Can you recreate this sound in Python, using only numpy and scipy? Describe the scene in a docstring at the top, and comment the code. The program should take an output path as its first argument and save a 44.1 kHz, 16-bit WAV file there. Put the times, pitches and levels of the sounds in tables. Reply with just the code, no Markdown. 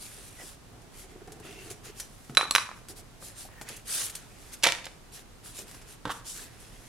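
"""Bookbinding on a wooden board

An awl pokes softly through folded heavy paper, amid faint squeaks and whistles; hands and sheets slide
with a dry frictional hiss and small crackles. The awl is laid down in a ringing clatter, a tool rattles
off the board, and a tool is set down and skids: each impact excites damped modes of steel or wood.
A small workshop reverberates after every knock, over still air and a low rumble."""
import sys
import numpy as np
from scipy import signal
from scipy.fft import rfft, irfft, next_fast_len
from scipy.io import wavfile
from scipy.ndimage import uniform_filter1d, map_coordinates

SR = 44100
rng = np.random.default_rng(int(sys.argv[2]) if len(sys.argv) > 2 else 0)


def generate_wav(signal):
    """Clip the signal to [-1, 1] and save it as 16-bit WAV at the path in sys.argv[1]."""
    frames = np.transpose(np.atleast_2d(signal))
    scaled = np.clip(frames, -1, 1) * 32767
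    pcm = np.round(scaled).astype(np.int16)
    wavfile.write(sys.argv[1], SR, pcm)


N = 303408
T = np.arange(8192) / SR  # time within one impact [s]

# pokes and finger bumps on the stack: (time [s], level [dB], tuning [Hz], tilt [dB/octave])
STACK_POKES = [(0.179, -40, 453, 1.5), (0.399, -38, 587, 0), (0.418, -39, 507, -1.5), (0.728, -38, 131, 1),
               (1.04, -41, 404, -4), (1.114, -41, 400, -2.5), (1.156, -40.5, 324, -8),
               (1.278, -33, 394, -1), (1.318, -42, 420, 2), (1.403, -35, 398, -3), (1.447, -34.5, 330, -1),
               (1.708, -36, 380, -4.5), (1.859, -36.5, 408, -3.5), (2.296, -34, 130, 0),
               (2.896, -36, 405, -2.5), (2.989, -43.5, 706, -2.5), (3.224, -40, 470, -2.5),
               (3.45, -41.5, 700, -3.5), (3.607, -44, 127, 0), (3.701, -38, 515, -5),
               (5.587, -32.5, 510, 0)]
# response of the paper stack: (frequency [Hz], level [dB])
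STACK_SPECTRUM = [(50, -10), (125, 0), (230, -9.5), (330, 1), (425, 6), (570, -18), (720, -2), (950, -21.5),
                  (1500, -15.5), (4000, -31.5), (12000, -52)]
# snapping sheets: (time [s], level [dB], tilt [dB/octave], tearing re snap [dB])
SHEET_SNAPS = [(0.819, -39, 0, 1.5), (1.2755, -33, -2, -3), (1.321, -28, 0.5, 2), (1.4, -33.5, 3, -1),
               (1.702, -26.5, 0.5, 7.5), (1.7139, -22.5, 0.5, 0), (1.9998, -17.5, 0, 3.5),
               (2.247, -38, -1, 2), (2.297, -27, -9, -1.5), (2.8857, -25, 0, -1), (2.901, -34, -2.5, 0),
               (3.6134, -22, -6, 4), (3.689, -17.5, 3, -2.5), (3.7648, -29, 7, 8), (3.9845, -22, 0, -4),
               (4.0966, -24.5, 0.5, 7), (4.152, -21, 1.5, 6.5), (5.588, -24, 1, 6), (5.7135, -25, -1, -4),
               (5.7447, -30.5, -5, 5), (5.8162, -33, -3.5, 4)]
# modes of the board's face: (frequency [Hz], level [dB], T60 [s])
FACE_MODES = [(1114, -3, 0.039), (1210, -3, 0.026), (1370, -17, 0.031), (1550, -6, 0.03),
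              (2510, -20, 0.022)]


def amp(db):
    """Amplitude ratio of a level in decibels."""
    return 10 ** (np.asarray(db) / 20)


def unit(x):
    """Normalisation to an rms of 1."""
    return x / np.sqrt(np.mean(x ** 2) + 1e-20)


def along(points, hz):
    """Interpolation of (frequency, value) points on a logarithmic axis."""
    frequencies, values = np.transpose(points)
    return np.interp(np.log(hz + 1), np.log(frequencies + 1), values)


def wobble(rate):
    """Smooth random modulation: a spline through `rate` knots a second."""
    knots = rng.standard_normal(int(N * rate / SR) + 4)
    return map_coordinates(knots, [np.arange(N) * rate / SR])


def filtered(x, response):
    """Linear filtering: the spectrum is multiplied by a frequency response."""
    size = x.shape[-1]
    padded = next_fast_len(size + len(T))
    return irfft(rfft(x, padded) * response(np.fft.rfftfreq(padded, 1 / SR)), padded)[..., :size]


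def spread(pair, spectrum, coherence):
    """Partial coherence: two independent noises are coloured and mixed as mid and side."""
    def response(hz):
        angle = np.arccos(np.clip(along(coherence, hz), -1, 1)) / 2
        return amp(along(spectrum, hz)) * [np.cos(angle), np.sin(angle)]
    mid, side = filtered(pair, response)
    return unit(np.array([mid + side, mid - side]))


def add(track, s, sound):
    """Superposition of a sound on a track at time s."""
    part = track[round(s * SR):][:len(sound)]
    part += sound[:len(part)]


def contact(spectrum, tilt_db, chatter_db, chatter_t60):
    """Source and filter: an impulse and its decaying chatter drive a minimum-phase body."""
    hz = np.fft.rfftfreq(len(T), 1 / SR)
    shape_db = along(spectrum, hz) + tilt_db * np.log2(np.clip(hz, 300, 12000) / 2000)
    cepstrum = irfft(np.log(amp(shape_db) * (hz + 5) / (hz + 80)))
    cepstrum[1:len(T) // 2] *= 2  # folding the cepstrum makes the response causal
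    cepstrum[len(T) // 2 + 1:] = 0
    body = np.exp(rfft(cepstrum))
    spikes = rng.standard_normal(len(T)) * rng.exponential(size=len(T))
    chatter = spikes * amp(-60 * T / chatter_t60) * (1 - np.exp(-T / .001))
    force = (T == 0) + amp(chatter_db) * chatter / np.linalg.norm(chatter)
    return irfft(rfft(force) * body) / np.abs(irfft(body)).max()


def ring(modes):
    """Free vibration: damped modes, excited a little differently by every blow."""
    return sum(amp(db + rng.normal(0, 1) - 60 * T / t60) * np.sin(2 * np.pi * hz * T)
               for hz, db, t60 in modes)


def blows(impacts, clack, modes, wood, ring_db, wood_db, chatter_t60):
    """Impact excitation: a clack, the wood's short ring, and modes that depend on the point struck."""
    track = np.zeros(N)
    for s, db, tilt_db, mode_db, chatter_db in impacts:
        ringing = amp(mode_db + ring_db) * ring(modes) + amp(wood_db) * ring(wood)
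        add(track, s, amp(db) * (contact(clack, tilt_db, chatter_db, chatter_t60) + ringing))
    return track


def thin(x, corner_hz):
    """Radiation efficiency: a body small against the wavelength gives off little bass."""
    return filtered(x, lambda hz: (1j * hz / (corner_hz + 1j * hz)) ** 2)


def friction(spectrum, grain_db, grain_rate, waver_db):
    """Stick-slip of fibres: noise in tiny clumps, whose colour shifts as the contact patch moves."""
    # left-right likeness of paper noise: (frequency [Hz], coherence [ratio])
    coherence = [(400, 0.91), (2000, 0.59), (5000, 0.59), (8000, 0.23), (12000, 0.2)]
    clumps = amp(grain_db * wobble(grain_rate) + waver_db * wobble(35))
    bands = signal.stft(rng.standard_normal((2, N)) * clumps, nperseg=512)[2]
    colour = uniform_filter1d(rng.standard_normal(bands.shape[1:]), size=6, axis=0)
    colour = uniform_filter1d(colour, size=16, axis=1)
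    patchy = signal.istft(bands * amp(2.2 * unit(colour)), nperseg=512)[1][:, :N]
    return spread(patchy, spectrum, coherence)


def stroke(start, length, crest):
    """Speed of a movement from rest to rest, reaching 1 at the fraction `crest` of its length."""
    progress = (np.arange(N) / SR - start) / length
    return np.sin(np.pi * np.interp(progress, [0, crest, 1], [0, .5, 0]))


def settling(events, rise_s, t60):
    """Relaxation envelope: a quick rise and an exponential decay for each (time, level) event."""
    track, t = np.zeros(N), np.arange(SR) / SR
    for s, db in events:
        add(track, s, amp(db - 60 * t / t60) * (1 - np.exp(-t / rise_s)))
    return track


def background():
    """Ambient noise: still air and an uneven rumble, most coherent at long wavelengths."""
    # room air: (frequency [Hz], spectral density [dB])
    air_spectrum = [(12, -33), (20, 0), (38, 3.5), (77, -5.5), (120, -1), (182, -6), (472, -10),
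                    (558, -11.5), (718, -12), (2260, -20), (9670, -25), (11400, -27.5), (14700, -36),
                    (16000, -42.5)]
    # low rumble: (frequency [Hz], spectral density [dB])
    rumble_spectrum = [(15, -20), (27, -7.5), (36, 0.5), (55, -12.5), (80, -16), (110, -4), (150, -16.5),
                       (250, -14.5), (600, -49), (2000, -76)]
    # left-right likeness of both: (frequency [Hz], coherence [ratio])
    coherence = [(30, 0.83), (120, 0.41), (500, 0.33), (3000, 0.16), (10000, 0.074)]
    air = spread(rng.standard_normal((2, N)), air_spectrum, coherence)
    waver = amp(0.57 * wobble(4.4))
    rumble = waver * spread(rng.standard_normal((2, N)), rumble_spectrum, coherence)
    return air * amp([[-53], [-52]]) + rumble * amp([[-60.5], [-55.5]])


def sliding():
    """Sliding friction: hiss and drag follow power laws of speed; the pressed stack rubs dully."""
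    # a hand or sheet slides: (start [s], length [s], crest [fraction], hiss level [dB], drag level [dB])
    strokes = [(-0.02, 0.14, 0.42, -45, -54), (0.05, 0.4, 0.21, -50.5, -56.5),
               (0.322, 0.26, 0.49, -49, -56.5), (0.908, .17, 0.51, -50, -57.5),
               (1.058, 0.11, .5, -67, -63.5), (1.42, 0.22, 0.18, -55.5, -53), (1.529, 0.25, 0.5, -54, -54),
               (1.83, .1, 0.28, -49.5, -53), (1.8, .7, .6, -61.5, -68.5), (1.94, 0.14, .42, -48.5, -56.5),
               (2.738, 0.088, .35, -60, -73), (2.885, 0.057, 0.053, -44.5, -57),
               (2.952, 0.077, 0.32, -49.5, -59), (3.194, 0.17, 0.33, -47, -57.5),
               (3.339, 0.16, 0.41, -46, -55), (3.651, 0.17, 0.32, -50, -51), (3.845, .19, .72, -31, -44),
               (3.985, .125, 0.26, -33.5, -41.5), (4.078, 0.21, 0.33, -54.5, -55),
               (4.18, .46, 0.8, -56, -58.5), (4.513, .05, .6, -43.5, -51), (5.113, .13, 0.3, -49, -52),
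               (5.42, 0.14, 0.43, -48, -57), (5.525, 0.14, 0.42, -44.5, -52.5),
               (5.65, 0.22, 0.18, -54.5, -56.5), (5.845, 0.13, 0.47, -53, -56),
               (6.098, 0.13, 0.45, -54.5, -57), (6.239, .14, 0.29, -41.5, -54.5),
               (6.327, .18, 0.27, -44.5, -51), (6.591, 0.081, .15, -54.5, -65), (6.3, 0.87, .5, -59.5, -60)]
    # the stack rubs around the pushed awl: (start [s], length [s], level [dB])
    pushes = [(0.68, .25, -57), (1.0, .95, -51)]
    # light friction: (frequency [Hz], spectral density [dB])
    hiss_spectrum = [(1500, -31), (3500, -6), (6000, -2.5), (8500, 0.5), (11000, 0), (13000, -9),
                     (16000, -20.5)]
    # heavy friction: (frequency [Hz], spectral density [dB])
    drag_spectrum = [(150, -20), (500, -7), (900, -4), (1400, 1.5), (2700, 1.5), (4000, -3.5), (7000, -4.5),
                     (14000, -50)]
    # a snapping sheet brushes its neighbour
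    flicks = [(s, db + tear_db - 22) for s, db, _, tear_db in SHEET_SNAPS]
    hiss = settling(flicks, rise_s=0.0022, t60=0.087)
    drag = np.zeros(N)
    for start, length, crest, hiss_db, drag_db in strokes:
        speed = stroke(start, length, crest)
        hiss = np.hypot(hiss, amp(hiss_db) * speed ** 1.37)  # incoherent sources add in power
        drag = np.hypot(drag, amp(drag_db) * speed ** 0.83)
    # the stack rubs as it settles after a poke
    rub = settling([(s, db - 14) for s, db, _, _ in STACK_POKES], rise_s=.006, t60=.28)
    for start, length, db in pushes:
        rub = np.hypot(rub, amp(db) * stroke(start, length, crest=.45))
    rub = np.hypot(rub, amp(-6) * np.minimum(drag, amp(-58.5)))  # and under each stroke, up to a limit
    light = amp(1) * hiss * friction(hiss_spectrum, grain_db=1.5, grain_rate=830, waver_db=1)
    heavy = amp(1) * drag * friction(drag_spectrum, grain_db=2, grain_rate=500, waver_db=1)
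    pressed = rub * friction(STACK_SPECTRUM, grain_db=2.6, grain_rate=140, waver_db=1.1)
    return light * amp([[.2], [-.2]]) + (heavy + pressed) * amp([[-.8], [.8]])


def pokes():
    """Damped resonance: the poked stack thuds at a pitch set by how firmly it is held."""
    track = np.zeros(N)
    for s, db, hz, tilt_db in STACK_POKES:
        tuned = np.array(STACK_SPECTRUM) * [hz / 380, 1]
        add(track, s, amp(db - 6.5) * contact(tuned, tilt_db + 0.5, chatter_db=5, chatter_t60=0.066))
    return track


def squeaks_and_tink():
    """Narrow-band noise is heard as faint squeaks and whistles; the steel point tinks in free vibration."""
    # squeaks, the last a thin whistle: (start [s], length [s], level [dB], centre frequency [Hz])
    squeaks = [(0.385, .055, -50, 1970), (1.415, 0.29, -58, 2730), (1.82, 0.15, -62, 2720),
               (3.47, .21, -55, 1840)]
    # their narrow band: (frequency re centre [ratio], spectral density [dB])
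    band = [(.6, -19), (.92, -11.5), (1, 1), (1.07, -12), (1.3, -15.5), (2, -29)]
    # the bare point flicks a sheet: (time [s], level [dB])
    tinks = [(2.0013, -40)]
    # modes of the point: (frequency [Hz], level [dB], T60 [s])
    point_modes = [(5400, -5, .12), (5790, -5, .15), (6000, -2, 0.15), (6130, -10, 0.099), (9950, 4, 0.037)]
    track = np.zeros((2, N))
    for start, length, db, hz in squeaks:
        swell = amp(db) * np.sqrt(stroke(start, length, crest=0.53))
        tuned = np.array(band) * [hz, 1]
        track += swell * friction(tuned, grain_db=3, grain_rate=200, waver_db=-1.5)
    for s, db in tinks:
        for channel in track:
            add(channel, s, amp(db) * ring(point_modes))
    return track


def crackles():
    """Impulsive release: a sheet snaps, with a short burst of tearing after it."""
    # a crisp snap: (frequency [Hz], level [dB])
    snap_spectrum = [(200, -8.5), (700, -5), (1500, 1.5), (4000, 0), (7000, 3.5), (11000, -0.5),
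                     (16000, -15)]
    track = np.zeros(N)
    for s, db, tilt_db, tear_db in SHEET_SNAPS:
        add(track, s, amp(db - 3) * contact(snap_spectrum, tilt_db, tear_db, chatter_t60=0.044))
    return track


def awl_clatter():
    """Rebound: the awl bounces with its steel ringing, then its wooden handle rocks to rest."""
    # the awl lands: (time [s], level [dB], tilt [dB/octave], steel ring [dB], chatter [dB])
    bounces = [(2.3495, -31, 7.5, -11, 11.5), (2.3715, 1, 2.5, -8, -5.5), (2.376, -6.5, -3.5, -6.5, -7),
               (2.3783, -9.5, 1.5, -17, -10), (2.392, -21.5, -8.5, -22, 4), (2.411, -10.5, -4, -29, -0.5),
               (2.430, -20.5, -10, -19, -4), (2.453, -25.5, -8, -22, 3), (2.5095, -13.5, 7, -29, 5.5),
               (2.5512, 4, 2, -44, -19), (2.5533, -3, 6.5, -16.5, -3), (2.561, 1, 1, -18, -13),
               (2.5825, -10, -1, -14, -4)]
    # awl against board: (frequency [Hz], level [dB])
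    clack = [(100, -25.5), (300, -22.5), (520, -6.5), (680, -13.5), (1130, 4.5), (1500, 2), (1900, -2),
             (2550, -1.5), (4300, -12.5), (5600, -10), (7500, -18.5), (11000, -21.5), (16000, -35)]
    # modes of the steel: (frequency [Hz], level [dB], T60 [s])
    steel_modes = [(3956, 0, 0.04), (3944, -19, 0.22), (3990, -1, 0.016), (9650, -17, 0.18),
                   (9770, -12, 0.07), (7800, -23, .03)]
    # the awl's collar touches the board: (time [s], level [dB])
    collar_taps = [(2.5101, -19.5), (2.521, -31)]
    # modes of the collar: (frequency [Hz], level [dB], T60 [s])
    collar_modes = [(1153, -2, 0.031), (4170, 0, 0.021), (4250, -3, 0.017), (7730, -2, 0.021),
                    (10030, -1.5, 0.018)]
    # the handle rocks: (time [s], level [dB])
    rocks = [(2.691, -28.5), (2.715, -29), (2.777, -39.5), (2.853, -45), (3.119, -49), (3.225, -39),
             (3.489, -42)]
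    # handle against board: (frequency [Hz], level [dB])
    handle_clack = [(100, -27), (500, -9), (900, -0.5), (1150, 3.5), (1500, -4), (2500, -17.5), (5000, -25),
                    (16000, -55)]
    track = blows(bounces, clack, steel_modes, FACE_MODES, ring_db=-5.5, wood_db=-26, chatter_t60=0.016)
    for s, db in collar_taps:
        add(track, s, amp(db) * ring(collar_modes))
    for s, db in rocks:
        add(track, s, amp(db) * contact(handle_clack, tilt_db=-1, chatter_db=-8, chatter_t60=0.025))
    return thin(track, corner_hz=60)


def tool_rattle():
    """Repeated impact: a tool scrapes off the board as it is lifted, exciting the modes of both."""
    # the tool rattles: (time [s], level [dB], tilt [dB/octave], board ring [dB], chatter [dB])
    impacts = [(4.626, -27, 3, -25, 7), (4.6347, -8, 5, -19, 1), (4.6382, -2, 7.5, -21.5, -0.5),
               (4.6414, -1.5, 4.5, -19, -6), (4.6438, -8, -3, -22, 1.5), (4.650, -14.5, -5.5, -18, 6.5),
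               (4.656, -7, 1, -15, -5), (4.6645, -10, -3.5, -3.5, 6), (4.6706, -3.5, 1.5, -9.5, 0),
               (4.676, -18, 9, -17, -14), (4.681, -18, -3, -18, 5), (4.6882, -9.5, -2.5, -19, -1),
               (4.700, -21.5, -3.5, -19, 5), (4.7225, -7.5, 2.5, -31, -22), (4.7502, -20.5, -1.5, -27, -13),
               (4.785, -30, -2.5, -18, 2), (4.8435, -29, 2, -22, 4), (4.855, -25, 6, -27, 2.5),
               (4.866, -35, -1.5, 4.5, 13)]
    # tool against board: (frequency [Hz], level [dB])
    clack = [(100, -39), (500, -15.5), (900, -1.5), (1300, -3), (1950, 2.5), (2400, 3.5), (3500, 1.5),
             (4400, -1), (7000, -7.5), (10000, -14), (13000, -22.5), (16000, -30.5)]
    # modes of the board: (frequency [Hz], level [dB], T60 [s])
    board_modes = [(336, -32, 0.032), (554, -7.5, 0.049), (750, -1, 0.026), (888, -0.5, 0.023)]
    # modes of the tool's shaft: (frequency [Hz], level [dB], T60 [s])
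    shaft_modes = [(1880, -2, 0.11), (2333, 3.5, 0.073), (2970, -5.5, 0.047), (3200, -7, 0.036),
                   (3634, 1.5, 0.055)]
    track = blows(impacts, clack, board_modes, shaft_modes, ring_db=-6.5, wood_db=-27, chatter_t60=0.028)
    return thin(track, corner_hz=175)


def tool_skid():
    """Stick-slip: a tool is set down and skids, each slip louder, brighter and lighter on the bench."""
    # the tool touches down: (time [s], level [dB], tilt [dB/octave], bench thump [dB], chatter [dB])
    landings = [(6.054, -20.5, 0, -1, 2), (6.0642, -29, -4, -3, -6), (6.071, -34.5, -2, 11, 5),
                (6.077, -27, 1, -8, 3.5)]
    # the skidding contact: (frequency [Hz], level [dB])
    clack = [(100, -21), (400, -14), (700, -9), (950, 0.5), (1600, -4), (2300, -18.5), (3600, -12),
             (4800, -23), (10000, -27.5), (16000, -38.5)]
    # modes of the bench: (frequency [Hz], level [dB], T60 [s])
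    bench_modes = [(122, -11, 0.11), (197, -9, 0.11), (283, -1.5, 0.049), (497, 0, 0.036)]
    slips = []
    for k in range(7):
        s = 6.094 + 0.0042 * k + rng.normal(0, 0.00046)
        db, tilt_db, thump_db, chatter_db = -23.5 + 0.6 * k, -2 + 1.4 * k, -10.5 - 2.5 * k, 1.5
        slips.append((s, db, tilt_db, thump_db, chatter_db))
    impacts = landings + slips
    track = blows(impacts, clack, bench_modes, FACE_MODES, ring_db=-8.5, wood_db=-25, chatter_t60=0.037)
    return thin(track, corner_hz=49.7)


def room(x, build_s, lumps_db):
    """Reverberation: reflections from shelves and walls come in lumps; each band has its own decay."""
    # reverberation time: (frequency [Hz], T60 [s])
    decay_times = [(150, 0.53), (550, 0.41), (1400, 0.46), (4000, 0.39), (10000, 0.33), (16000, 0.2)]
    # colour of the reflections: (frequency [Hz], level [dB])
    tone = [(100, -0.5), (500, 0), (1300, -1.5), (2500, -1.5), (4000, -2), (6000, 1.5), (10000, 2.5),
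            (15000, -1.5)]
    # left-right likeness of the reflections: (frequency [Hz], coherence [ratio])
    coherence = [(200, 1), (900, 0.86), (2500, 0.43), (5000, 0.37), (9000, 0)]
    reflections = rng.standard_normal((2, SR)) * amp(lumps_db * wobble(401)[:SR])
    hz, t, bands = signal.stft(reflections, SR, nperseg=256)
    decay = amp(-60 * t / along(decay_times, hz)[:, None])
    build_up = 1 - np.exp(-t / build_s)
    tail = signal.istft(bands * decay * build_up, SR, nperseg=256)[1]
    tail = spread(tail, tone, coherence) / np.sqrt(tail.shape[1])
    return signal.fftconvolve(x[None], tail, axes=1)[:, :N]


def placed(x, lag_ms):
    """Time and level differences: a near source reaches two microphones with a delay and shading."""
    # acoustic shadow of the housing: (frequency [Hz], left minus right level [dB])
    shadow = [(300, -2), (1000, -1), (2500, -6.5), (4500, -4), (7500, 3), (11000, 3)]

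    def response(hz):
        left = amp(along(shadow, hz) / 2) * np.exp(-1j * np.pi * hz * lag_ms / 1000)
        return np.array([left, 1 / left])
    return filtered(x, response)


def scene():
    """Direct and reverberant sound: tools, slightly to the right, and paper, over the background."""
    awl = awl_clatter()
    other_tools = tool_rattle() + tool_skid()
    paper = pokes() + crackles()
    knocks = amp(-1.5) * awl + other_tools + paper  # the awl sounds a little drier, with less room echo
    echo = amp(-9) * room(knocks, build_s=0.0025, lumps_db=3)
    tools = placed(awl + other_tools, lag_ms=0.025)
    return tools + paper + echo + sliding() + squeaks_and_tink() + background()


def record(dry):
    """Saturation and band limiting: peaks stop at full scale, and a steep low-pass follows."""
    cutoff_hz = 16200
    return filtered(np.clip(dry, -1, 1), lambda hz: 1 / (1 + (hz / cutoff_hz) ** 120))


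dry = scene()
out = record(dry)
generate_wav(out)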